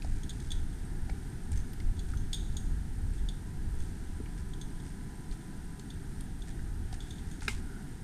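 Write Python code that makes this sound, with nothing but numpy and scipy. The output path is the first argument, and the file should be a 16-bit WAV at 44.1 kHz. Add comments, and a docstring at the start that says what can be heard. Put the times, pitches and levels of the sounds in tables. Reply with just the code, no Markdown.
"""On a dirt trail in a forest, a hiker walks along carrying a small camera.
The camera hums, hisses and whines, and wind rumbles as it pushes on the microphone.
Soles crunch lightly on grit, a walking stick knocks, and small metal fittings swing
together and clink, each with a short echo from the trees. Near the end, wood gives way
with one sharp crack."""
import sys
import numpy as np
from scipy import signal
from scipy.fft import rfft, irfft, next_fast_len
from scipy.io import wavfile
from scipy.ndimage import uniform_filter1d

SR = 44100
rng = np.random.default_rng(int(sys.argv[2]) if len(sys.argv) > 2 else 0)


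def waveform_to_disk(signal):
    """Save audio, clipped to [-1, 1], as 16-bit WAV at the path in sys.argv[1]."""
    frames = np.transpose(np.atleast_2d(signal))
    scaled = np.clip(frames, -1, 1) * 32767
    samples = np.round(scaled).astype(np.int16)
    wavfile.write(sys.argv[1], SR, samples)


N = 354123
TIME = np.arange(N) / SR
AGE = TIME[:SR // 2]  # seconds since a hit


def undb(db):
    """Turn decibels into a number to multiply by."""
    return 10 ** (np.asarray(db) / 20)


def level(x, db):
    """Set a sound's average (rms) level."""
    return x * undb(db) / np.sqrt(np.mean(x ** 2))


def peak(x, db):
    """Set the level of a sound's highest peak."""
    return x * undb(db) / (np.abs(x).max() + 1e-18)


def curve(rows):
    """Join (time_s, value) rows with straight lines."""
    return np.interp(TIME, *np.transpose(rows))


def fade(fade_s):
    """Die away after a hit, falling 60 dB in fade_s seconds."""
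    return np.exp(-np.log(1000) * AGE / fade_s)


def burst(fade_s):
    """A puff of noise that dies away."""
    return rng.standard_normal(len(AGE)) * fade(fade_s)


def add(out, start_s, x):
    """Mix x into out, beginning at start_s."""
    start = max(int(start_s * SR), 0)
    out[start:start + len(x)] += x[:N - start]


def colour(x, points):
    """Make some pitches louder and others softer, following (pitch_hz, level_db) points."""
    hz, db = np.transpose(points)
    size = next_fast_len(len(x) + 2048)
    bins_hz = np.maximum(np.fft.rfftfreq(size, 1 / SR), 1)
    gains = undb(np.interp(np.log(bins_hz), np.log(hz), db))
    # fold the filter in time so that it rings only after a hit, never before
    cepstrum = irfft(np.log(gains), size)
    cepstrum[1:size // 2] *= 2
    cepstrum[size // 2:] = 0
    return irfft(rfft(x, size) * np.exp(rfft(cepstrum)), size)[:len(x)]


def narrow(x, hz, sharpness):
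    """Keep the sound near one pitch; more sharpness (Q) keeps a thinner band."""
    band = signal.iirpeak(hz, sharpness, SR)
    return signal.lfilter(*band, signal.lfilter(*band, x))


def noise(points, db):
    """Steady noise with a given colour and level."""
    return level(colour(rng.standard_normal(N), points), db)


def wander(per_s):
    """A smooth random drift, about 1 in size."""
    hold = int(SR / per_s)
    jumps = np.repeat(rng.standard_normal(N // hold + 1), hold)
    return level(uniform_filter1d(uniform_filter1d(jumps, hold), hold)[:N], 0)


def even_out(x):
    """Hold a rumble at a steady level of 1."""
    return x / np.sqrt(uniform_filter1d(x ** 2, size=5000))


# The colours of the camera's low hum, middle hiss and high hiss: pitch_hz, level_db
HUM_COLOUR = [(65, -40), (110, -2), (156, -0.5), (216, -5), (302, -9), (328, -12), (404, -14.5),
              (580, -34.5), (750, -34), (1280, -120)]
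HISS_COLOUR = [(330, -29), (560, -38), (623, -7), (677, -7), (739, -2), (803, -3), (970, -5), (1110, -17.5),
               (1220, -8.5), (1650, -3.5), (2300, -14), (2990, -24), (5060, -120)]
HIGH_HISS_COLOUR = [(1350, -54), (2300, -11.5), (2760, -2.5), (3370, -0.5), (3930, -2), (7740, -2.5),
                    (8790, 1.5), (11700, -7), (14200, -13.5), (15500, -23)]
# How a thin tone comes and goes: time_s, level_db
TONE_LEVELS = [(0, -96), (3.0, -91), (3.5, -69), (3.9, -78), (4.3, -69), (5.8, -70), (6.0, -84),
               (8.03, -76)]


def camera(tone_hz=1000, whine_hz=8560, frame_hz=59.94):
    """The camera's case hums under hiss, a thin tone and a whine that pulses once a frame."""
    waver = undb(.3 * wander(per_s=7))
    hum_and_hiss = noise(HUM_COLOUR, -45.6) + noise(HISS_COLOUR, -59.5) + noise(HIGH_HISS_COLOUR, -61.9)
    tone = np.sqrt(2) * np.sin(2 * np.pi * tone_hz * TIME) * undb(curve(TONE_LEVELS))
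    pulses = (.5 + .5 * np.cos(2 * np.pi * frame_hz * TIME - .6)) ** .86
    whine = narrow(rng.standard_normal(N), whine_hz, sharpness=75)
    return hum_and_hiss * waver + tone + level(pulses * whine, -69)


# The colour of wind on the microphone: pitch_hz, level_db
WIND_COLOUR = [(10, -7.5), (20, 1), (40, -2.5), (54, -8.5), (75, -7), (100, -12.5), (130, -23), (200, -32),
               (400, -55.5), (1000, -107)]
# The breeze, easing in the second half: time_s, level_db
BREEZE_LEVELS = [(0, -35), (1.25, -39), (2.3, -33), (3.0, -36), (4.35, -36), (5.1, -45.5), (5.6, -42),
                 (5.87, -43.5), (6.2, -38.5), (6.9, -38.5), (8.03, -40)]
# Short gusts, about one to a stride: middle_s, level_db, length_s, top_hz
GUSTS = [(0.1, -28.5, .25, 160), (0.572, -29.5, 0.31, 78.4), (1.062, -30.5, 0.31, 110),
         (1.562, -29.5, 0.35, 150), (1.874, -24, .15, 50), (2.198, -34.5, 0.26, 70),
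         (2.673, -32.5, 0.51, 60), (3.236, -30, 0.26, 54), (3.66, -31, .25, 190),
         (3.807, -27.5, 0.1194, 60.3), (5.319, -34, .12, 40), (5.603, -41, .35, 35),
         (6.636, -31, 0.198, 50)]


def wind(flutter_db=2):
    """Swirling air pushes on the microphone: a fluttering breeze, and deep gusts that swell and fade."""
    breeze = even_out(noise(WIND_COLOUR, 0))
    out = breeze * undb(curve(BREEZE_LEVELS) + flutter_db * wander(per_s=9))
    for middle_s, level_db, length_s, top_hz in GUSTS:
        air = colour(rng.standard_normal(SR), WIND_COLOUR)
        rumble = even_out(signal.lfilter(*signal.butter(2, top_hz, fs=SR), air))
        swell = np.hanning(int(length_s * SR))
        add(out, middle_s - length_s / 2, rumble[-len(swell):] * swell * undb(level_db))
    return out


def forest(x, fade_s=.18, echo_db=-13):
    """Trunks and leaves bounce a sound back, adding a faint, short echo."""
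    echoes = burst(fade_s) * (1 - fade(.061))
    return x + undb(echo_db) * signal.fftconvolve(x, echoes / np.linalg.norm(echoes))[:N]


# Soles landing on grit, about two a second: start_s, level_db (before boost_db), length_s
FOOTSTEPS = [(0.027, -52.5, 0.25), (0.33, -54, 0.44), (1.528, -49.5, 0.082), (2.082, -52, 0.069),
             (3.136, -55, 0.068), (3.777, -54, 0.32), (4.376, -51.5, .05), (4.834, -53, 0.085),
             (5.32, -52, 0.031), (6.473, -49.5, 0.029), (6.927, -47, 0.039), (7.018, -55, 0.22),
             (7.269, -56.5, 0.12), (7.417, -46.5, 0.15)]


def footsteps(grains_per_s=600, boost_db=10, loose_per_s=60):
    """Each sole crushes many tiny grains, fewer and fewer as the weight settles."""
    grit_colour = [(300, -20), (800, -12), (1600, 18), (3000, 8), (6000, 10.5), (9500, 12.5),
                   (12000, -32), (15000, -76)]
    out = np.zeros(N)
    for start_s, level_db, length_s in FOOTSTEPS:
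        crush = np.exp(-(AGE / length_s) ** 2)
        breaks = rng.random(len(AGE)) < grains_per_s * crush / SR
        grains = breaks * rng.choice([-1, 1], len(AGE))
        sizes = undb(2.5 * np.minimum(rng.exponential(size=len(AGE)), 3))
        crunch = colour(grains * sizes * np.sqrt(crush), grit_colour)
        add(out, start_s, peak(crunch, level_db + boost_db))
    # loose bits of six sizes keep ticking faintly between the steps
    for pitch_hz in np.geomspace(3500, 10000, num=6):
        ticks = (rng.random(N) < loose_per_s / 6 / SR) * rng.standard_normal(N)
        out += peak(narrow(ticks, pitch_hz, sharpness=3), -55)
    return out


# The camera's case softens two bands of pitch in nearby knocks: pitch_hz, level_db
CASE_COLOUR = [(400, 1), (570, -12.5), (720, -0.5), (950, -7), (1110, -19), (1330, 4)]
# Stick knocks and stone ticks, before boost and case colour: start_s, level_db, pitch_hz, click_db
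KNOCKS = [(0.021, -50, 2470, -44.5), (0.046, -33, 565, -49), (1.094, -35.5, 645, -55),
          (1.097, -47, 2100, -46), (1.518, -41.5, 8240, -47), (1.733, -49, 13000, -50),
          (1.801, -51, 2250, -46), (2.136, -39, 1050, -54), (4.201, -33, 300, -68), (4.259, -51, 2270, -59),
          (5.3128, -52.5, 3840, -51), (5.7952, -48, 6540, -43), (6.208, -44, 8800, -50),
          (6.592, -49.5, 1520, -59), (6.927, -38, 820, -42.5), (7.408, -57, 3980, -48),
          (7.421, -35.5, 980, -51)]


def knocks(boost_db=1):
    """A stick or stone rattles briefly as it hits, making a click and a short ring at one pitch."""
    click_colour = [(300, -3), (1500, 10.5), (4800, 17), (6500, 8), (10000, 3), (15000, -9)]
    out = np.zeros(N)
    for start_s, level_db, pitch_hz, click_db in KNOCKS:
        # smaller, higher things ring more briefly and more purely
        ring_s = .032 * (pitch_hz / 1000) ** -.16
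        sharpness = 1.73 * (pitch_hz / 1000) ** .32
        rattle = rng.standard_normal(len(AGE))
        ring = narrow(rattle * fade(ring_s), pitch_hz, sharpness)
        click = colour(rattle * fade(.032), click_colour)
        add(out, start_s, peak(ring, level_db + boost_db) + peak(click, click_db))
    return colour(out, CASE_COLOUR)


def light_touches(count=11, slot_s=.7):
    """Swinging metal pieces brush together: a faint row like those in CLINKS, once in each time slot."""
    return [((slot + when) * slot_s, -50.5 + 4 * strength, -4, -18, 0)
            for slot, (when, strength) in enumerate(rng.random((count, 2)))]


# The notes of two metal pieces: pitch_hz, level_db, ring_s, piece (+1 first, -1 second, 0 both)
METAL_NOTES = [(3390, -3, .3, 1), (3600, -4, .3, -1), (4620, -13, .1, 0), (6340, -5, .38, 1),
               (6725, -4, .4, -1), (8570, -2, .33, 0), (12050, -22, .15, 1), (13150, -20, .15, -1)]
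# The pieces hitting each other: start_s, level_db, bright_db, ring_db, lean_db
# bright_db lifts the high notes, ring_db the ringing afterwards, lean_db favours the first piece
CLINKS = [(0.234, -42.5, 3.5, -32, 1), (0.2947, -37, 4, -34, -2), (0.3044, -34, -7, -35, -4),
          (0.402, -40.5, 0, -32, 2), (0.5057, -32, -6, -30, -0.5), (0.518, -28.5, -3, -21, 2.5),
          (1.5737, -59, 15.5, -18, 13.5), (1.993, -34.5, -4.5, -25, -3), (2.173, -48.5, 6.5, -14, 6),
          (2.3311, -19.5, -10, -19.5, -3.5), (2.3434, -32, 3, -15.5, -2), (2.5683, -38, 7.5, -16, -1.5),
          (3.288, -28.5, -11, -23, -3), (3.8028, -47, 3, -20, 5), (4.536, -39, -10, -28, 0),
          (4.6138, -38.5, 1.5, -20, 3.5), (5.9035, -35.5, -12, -26, -6), (6.421, -37.5, -9, -27, 1),
          (7.005, -37, -9, -12.5, 0.5), (7.108, -34, -8, -17, -4), (7.1831, -42, -11, -30, -4),
          (7.314, -50, 8, -12, -1)]


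def clinks(touch_s=.021, rise_s=.0016):
    """Two metal pieces scrape and muffle each other while they touch, then ring freely."""
    scrape_colour = [(700, -45), (1600, 1), (2800, -5), (3300, 16), (4600, 5.5), (5600, .5),
                     (9500, 2), (11000, -8), (15000, -35)]
    rise = 1 - np.exp(-AGE / rise_s)
    out = np.zeros(N)
    for start_s, level_db, bright_db, ring_db, lean_db in CLINKS + light_touches():
        scrape = colour(burst(fade_s=.066), scrape_colour)
        clink = peak(scrape, bright_db / 2 - 5)
        for pitch_hz, note_db, ring_s, piece in METAL_NOTES:
            strength = undb(note_db + bright_db * (pitch_hz > 5000) + lean_db * piece)
            pressed_hz = pitch_hz * (1 + .018 * rng.standard_normal())  # touching shifts the pitch
            touch = np.sin(2 * np.pi * (pressed_hz * AGE + rng.random())) * fade(touch_s)
            jostle = np.cumsum(rng.standard_normal(len(AGE))) * .008  # small bumps blur the ring
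            ring = np.sin(2 * np.pi * (pitch_hz * AGE + jostle + rng.random())) * fade(ring_s)
            rattle = narrow(burst(fade_s=.66), pitch_hz, sharpness=6)
            clink += (touch + ring * undb(ring_db - 6) + peak(rattle, ring_db - 5)) * strength * rise
        add(out, start_s - rise_s / 2, clink * undb(level_db))
    return out


# The notes of the cracking wood: pitch_hz, level_db, ring_s
WOOD_NOTES = [(220, -6, 0.054), (395, -3.5, 0.037), (825, -10, 0.054), (1420, 3, 0.012),
              (1590, -0.5, 0.025), (2100, -11.5, 0.11), (2220, -12, 0.084), (2446, 1, 0.019),
              (2790, -12.5, 0.058), (3770, -4.5, 0.021), (4160, -12, 0.027), (5090, -4.5, 0.013)]
# The colours of the splintering and of its echo: pitch_hz, level_db
SPLINTER_COLOUR = [(530, -44), (900, -6), (1240, -7), (2360, -9), (5650, -11), (9370, -12), (10800, -27),
                   (12000, -15), (13500, -36), (15000, -29)]
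ECHO_COLOUR = [(410, -45), (700, -14), (882, -6), (1110, -6), (1880, -16), (2140, -3), (4000, -10.5),
               (8980, -11.5), (15000, -34)]


def wood_crack(start_s=7.4802, rise_s=.0011, split_s=.003):
    """Wood gives way in two quick snaps and rings; the trunks echo it and a faint rasp lingers."""
    notes = sum(undb(level_db) * np.sin(2 * np.pi * (pitch_hz * AGE + rng.random())) * fade(ring_s)
                for pitch_hz, level_db, ring_s in WOOD_NOTES)
    rise = np.minimum(.1 + AGE / rise_s, 1)
    ring = peak(colour(notes * rise, CASE_COLOUR), -17.5)
    snap = peak(colour(burst(fade_s=.017), SPLINTER_COLOUR), -27)
    echo = colour(burst(fade_s=.25) * (1 - fade(.035)), ECHO_COLOUR)
    rasp = narrow(rng.standard_normal(len(AGE)), hz=1455, sharpness=8.8) * np.hanning(len(AGE))
    out = np.zeros(N)
    add(out, start_s, ring + level(echo, -55) + level(rasp, -63.5) + snap / 2)
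    add(out, start_s + split_s, snap)
    return out


def scene():
    """The hiker's sounds among the trees, over wind and camera noise, in one channel."""
    hiker = clinks() + footsteps() + knocks()
    return (forest(hiker) + wood_crack() + wind() + camera())[None]


def record(dry):
    """The camera cuts off the very highest pitches."""
    top_hz = 15350
    return signal.sosfilt(signal.ellip(10, .2, 80, top_hz, fs=SR, output="sos"), dry)


dry = scene()
out = record(dry)
waveform_to_disk(out)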